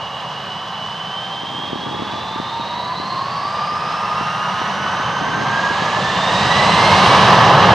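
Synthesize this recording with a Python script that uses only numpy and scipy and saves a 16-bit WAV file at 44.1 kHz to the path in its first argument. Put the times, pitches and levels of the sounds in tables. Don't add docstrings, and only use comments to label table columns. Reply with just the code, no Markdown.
import sys
import numpy as np
from scipy import signal
from scipy.fft import rfft, irfft, next_fast_len
from scipy.io import wavfile
from scipy.ndimage import uniform_filter1d

SR = 44100
rng = np.random.default_rng(int(sys.argv[2]) if len(sys.argv) > 2 else 0)


def inscribe(sig):
    pcm = np.round(np.clip(np.atleast_2d(sig).T, -1, 1) * 32767)
    wavfile.write(sys.argv[1], SR, pcm.astype(np.int16))


N = 341334

# (time [s], blade tone [Hz])
FAN = [(0, 722), (.5, 743), (1.1, 766), (2, 841), (2.6, 926), (3, 1022), (3.4, 1140), (3.7, 1243),
       (4.1, 1344), (4.67, 1472), (5.4, 1573), (5.8, 1668), (6.3, 1848), (6.8, 2075), (7.3, 2400),
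       (7.74, 2620)]


def from_db(db):
    return np.exp(np.asarray(db) * (np.log(10) / 20))


def rms_one(x):
    return x / np.sqrt(np.mean(np.abs(x) ** 2) + 1e-20)


def ramp(span_s):
    start_s, end_s = span_s
    return np.clip((np.arange(N) / SR - start_s) / (end_s - start_s), 0, 1)


def after(start_s):
    return np.maximum(np.arange(N) / SR - start_s, 0)


def bump(centre_s, width_s):
    return np.exp(-((np.arange(N) / SR - centre_s) / width_s) ** 2)


def in_time(rows):
    s, *columns = np.transpose(rows)
    return [np.interp(np.arange(N) / SR, s, c) for c in columns]


def at_hz(points, hz):
    point_hz, value = np.transpose(points)
    return np.interp(np.log(hz), np.log(point_hz), value)


def drift(rate_hz):
    r = np.exp(-32 * np.pi * rate_hz / SR)
    noise = rng.standard_normal(N // 16 + 4002)
    slow = signal.lfilter([1], [1, -2 * r, r * r], noise)[4000:]
    return np.interp(np.arange(N) / 16, np.arange(len(slow)), rms_one(slow))


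def tone(hz, level_db, width_hz, clean):
    clean = np.clip(clean, 0, 1)
    phase = 2 * np.pi * (np.cumsum(hz) / SR + rng.random())
    smear = np.sqrt(1 - clean)
    along = np.sqrt(2 * clean) + smear * drift(width_hz)
    across = smear * drift(width_hz)
    twinkle_db = 1.2 * np.minimum(2 * clean / .5, 1) * drift(5.7)
    return from_db(level_db + twinkle_db) * (along * np.cos(phase) + across * np.sin(phase))


def breeze():
    # (time [s], peak level [dB])
    strong_pops = [(1.435, -27.5), (1.585, -31), (1.732, -19.5), (1.759, -23.5), (1.864, -25), (1.996, -24),
                   (2.027, -29), (2.07, -27), (2.158, -26), (2.361, -24), (2.401, -20.5), (2.598, -26),
                   (2.736, -32), (2.776, -34), (2.86, -34), (3.001, -26), (3.226, -34), (3.454, -31),
                   (3.722, -30), (4.212, -23), (4.617, -25), (5.0, -28), (5.227, -29), (5.708, -23),
                   (5.823, -21), (5.99, -26), (6.157, -26), (6.263, -28), (6.454, -23), (6.487, -27)]
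    calm_db, breeze_db, lag_ms = -56.5, -40.5, 0.63
    gust_db = calm_db + (breeze_db - calm_db) * ramp((1.25, 1.4))
    gust_db = gust_db - 11.5 * bump(3.9, 0.74)
    gust_db = gust_db + 3.5 * drift(1.2)
    gust_db = gust_db + 3.5 * ramp((5.1, 5.23))

    sizes = from_db(3.5 * np.minimum(rng.exponential(1, N), 3.5)) * rng.choice([-1, 1], N)
    weak = sizes * (rng.random(N) < 260 / SR)
    strong = np.zeros(N)
    strong[[round(s * SR) for s, db in strong_pops]] = -from_db(np.array(strong_pops)[:, 1])

    rounded = signal.butter(2, 460, fs=SR, output="sos")
    thin = signal.butter(2, 178, "high", fs=SR, output="sos")
    shape = np.vstack([rounded, rounded, thin])
    eddies = from_db(gust_db + 2.0) * rms_one(signal.sosfilt(shape, weak))
    eddies = eddies + from_db(45.5) * np.roll(signal.sosfilt(shape, strong + 1e-18), -80)
    late = np.interp(np.arange(N) - lag_ms * SR / 1000, np.arange(N), eddies)
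    return np.array([late, eddies])


def howl():
    # (time [s], pitch [Hz], level [dB])
    howl_path = [
        (0, 1128, -45.5),
        (1.6, 1166, -42.5),
        (2.4, 1194, -39),
        (3.42, 1163, -41.5),
        (3.55, 1190, -28),
        (4.55, 1250, -28),
        (4.8, 1274, -38),
        (5.6, 1235, -42.5),
        (7.74, 1300, -58.5),
    ]
    hz, level_db = in_time(howl_path)
    return tone(hz, level_db, width_hz=12, clean=.85)


def compressor():
    # (time [s], upper compressor tone [Hz])
    shaft = [(0, 6800), (2, 7490), (4.2, 8480), (4.8, 8610), (7.74, 8900)]
    (hz,) = in_time(shaft)
    since = np.arange(N) / SR - 4.4
    upper_db = -64 + np.minimum(1.5 * since, -6 * since)
    halo_db = -51.5 + np.minimum(7.0 * since, -5 * since)
    lower_db = -52 - 13.5 * after(2.7)
    upper = tone(hz, upper_db, width_hz=20, clean=.3)
    halo = tone(1.05 * hz, halo_db, width_hz=1000, clean=0)
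    lower = tone(.574 * hz, lower_db, width_hz=18, clean=0.27)
    return upper + halo + lower


def fans():
    # (blade tone [Hz], level [dB])
    blade_levels = [(722, -48), (940, -30.5), (1160, -28.5), (1250, -33), (1420, -33.5), (1520, -28.5),
                    (1720, -32), (2100, -23)]
    # (blade tone [Hz], level [dB])
    octave_levels = [(722, -53), (770, -48.5), (860, -59), (1100, -44.5), (1400, -36), (1560, -38.5),
                     (1680, -49), (1800, -30)]
    # (multiple of blade tone [ratio], level [dB], start of fade [s])
    further_tones = [
        (4.49, -42.5, 2.9),
        (6.52, -56.5, 2.0),
        (3.0, -62, 7.0),
    ]
    whine = 4.025
    idle_db, top_db = -36.5, -30
    turn_s, turn_db_per_s = 7.11, -41

    (hz,), s = in_time(FAN), np.arange(N) / SR
    hz = uniform_filter1d(hz, size=9000)
    away_db = turn_db_per_s * after(turn_s)
    tone_db = at_hz(blade_levels, hz) + away_db
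    octave_db = at_hz(octave_levels, hz) + turn_db_per_s * after(turn_s - .2)

    sinking_db = np.maximum(top_db - 6.0 * after(1.3), -49) - 14 * after(6.3)
    whine_db = sinking_db + 3.0 * bump(3.0, .3)
    whine_clean = .8 - .45 * ramp((2.2, 3.2)) + .3 * ramp((4.2, 5))
    swell_db = (idle_db - top_db) * (1 - ramp((.93, .98)))
    early_db = (idle_db - top_db) * (1 - ramp((.73, .78)))

    lag = .972 - .023 * bump(4.1, 1.0)
    between = whine * (1 + lag) / 2 * hz
    halo_db = -37.5 - 9.5 * ramp((3.25, 4.3)) + .7 * away_db
    out = tone(1.025 * between, halo_db - 3.0 * after(4.6), width_hz=170, clean=0)
    out = out + tone(between, halo_db + 1.0 + 2.75 * (s - 4), width_hz=750, clean=0)

    for speed, fan_db, engine_db in [(1, 0, swell_db), (lag, -7, -1 + early_db)]:
        fan_clean = .75 - .4 * ramp((4.3, 4.8))
        out = out + tone(speed * hz, tone_db + fan_db, width_hz=22, clean=fan_clean)
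        out = out + tone(2 * speed * hz, octave_db + fan_db + 2, width_hz=40, clean=.3)
        out = out + tone(whine * speed * hz, whine_db + engine_db, width_hz=28, clean=whine_clean)

    for multiple, db, fades_s in further_tones:
        fade_rate = 4 + 20 * (multiple < 5)
        row_db = db - fade_rate * after(fades_s) - 25 * after(min(fades_s * 1.2 + 1.9, 7))
        out = out + tone(multiple * hz, row_db, width_hz=40, clean=.1)
    return out


def exhaust(shared_db, patchy_db):
    # (frequency [Hz], level [dB per Hz])
    roar_colour = [(25, -41), (60, -16.5), (100, -2), (200, 0.5), (232, -8.5), (255, -13.5), (420, -8.5),
                   (1000, -3), (1700, -13.5), (3000, -12), (4500, -19), (6500, -27), (9000, -40),
                   (12000, -58)]
    # (frequency [Hz], left-right likeness [0-1])
    likeness = [(60, 1.0), (180, 1), (550, .998), (1100, 1), (1900, 0.83), (4500, 0.68), (8000, 0.58),
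                (15000, .6)]
    # (frequency [Hz], share of thrust change [ratio])
    answer = [(30, 1.2), (80, 1.3), (170, 1.0), (350, 1.2), (650, 1.014), (2000, 1.05), (4000, 1.105),
              (9000, 1.13)]
    # (time [s], thrust under full [dB], extra brightness from aim [dB per octave])
    thrust_path = [(0, -18.5, 1.5), (.7, -19, 1.5), (1.5, -20, 2.5), (2.1, -17.5, 1.5), (3, -17.5, 1),
                   (3.8, -15.5, 1), (4.6, -14.5, 1.5), (5.2, -12.5, 0), (5.7, -11, 1.5), (6.1, -9, 1.8),
                   (6.5, -5.5, 2.1), (6.85, -2, 1.5), (7.05, -0.5, 1.0), (7.3, 0, -0.05), (7.74, 0, -1.6)]

    size = next_fast_len(N)
    hz = np.arange(1, size // 2 + 2) * SR / size
    mid, side = rfft(rng.standard_normal((2, size))) * from_db(at_hz(roar_colour, hz))
    unlike = np.sqrt(1 - np.clip(at_hz(likeness, hz), 0, 1)) * .5
    pair = np.array([mid + unlike * side, mid - unlike * side])
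    pair = pair / np.sqrt(np.mean(irfft(pair, size) ** 2))

    (thrust_db, aim), (blade_hz,) = in_time(thrust_path), in_time(FAN)
    together = drift(5.4)
    loaded = bump(4.7, 1.1)
    out = np.zeros((2, N))
    for centre in 22 * 2 ** np.arange(0, 10.1, 2 / 3):
        share = np.clip(1 - np.abs(np.log2(hz / centre)) * 1.5, 0, 1)
        octaves_off = np.log2(centre / (1.04 * blade_hz))
        rush_db = 5 * loaded * np.exp(-(octaves_off / 0.63) ** 2)
        bright_db = aim * max(np.log2(centre / 1540), 0)
        flicker_db = shared_db * together + patchy_db * drift(10.5)
        level_db = at_hz(answer, centre) * thrust_db + bright_db + rush_db + flicker_db
        out += from_db(level_db) * irfft(pair * share, size)[:, :N]
    return from_db(-8.5) * out


def over_grass(x):
    # (lag [ms], strength [0-1], phase turn [rad])
    ground_echo = [
        (.945, 0.13, 1.75),
        (.955, 0.2, 1.39),
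    ]
    # (frequency [Hz], left minus right [dB])
    shade = [(60, -0.5), (380, -0.5), (950, -0.4), (1400, 0.5), (2400, -1.5), (4400, -1.5), (8000, 2.5),
             (15000, -2)]
    # (frequency [Hz], width [Hz], level [dB])
    hollow = [(1190, 450, 5.5), (1399, 89, -5.5), (1698, 327, 4.5), (2460, 350, -2.5), (7010, 430, -4.5)]

    size = next_fast_len(N + 4096)
    hz = np.arange(1, size // 2 + 2) * SR / size
    paths = []
    for ms, strength, turn in ground_echo:
        delay = np.exp(-1j * (2 * np.pi * hz * ms / 1000 + turn))
        paths.append(1 + np.clip(strength, 0, .95) * delay)
    dip_hz, sharpness, depth = 2050, 2.55, 0.62
    paths[0] = paths[0] * (1 - depth / (1 + 1j * sharpness * (hz / dip_hz - dip_hz / hz)))
    body_db = sum(db / (1 + (2 * (hz - centre_hz) / width) ** 2) for centre_hz, width, db in hollow)
    air_db = -7.5 * (hz / 10000) ** 2
    level_db = air_db + body_db + at_hz(shade, hz) * [[.5], [-.5]] - 1.5
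    spectrum = rfft(np.pad(x, [(0, 0), (0, 2048)], "reflect"), size)
    return irfft(spectrum * np.array(paths) * from_db(level_db), size)[:, :N]


def scene():
    wind = breeze()
    engines = howl() + compressor() + fans()
    jet = exhaust(shared_db=.35, patchy_db=.7)
    return over_grass(jet + engines) + wind


def band_limit(x):
    return signal.sosfilt(signal.butter(12, 15910, fs=SR, output="sos"), x)


def record(dry):
    x = dry + from_db(-60.5) * rng.standard_normal(dry.shape)
    x = signal.sosfilt(signal.ellip(10, .5, 60, 15250, fs=SR, output="sos"), x)
    closing = np.sin(np.pi / 2 * ramp((N / SR, N / SR - .004)))
    mix = np.clip(x, -1.0, 1.0) * closing
    return band_limit(mix)


dry = scene()
out = record(dry)
inscribe(out)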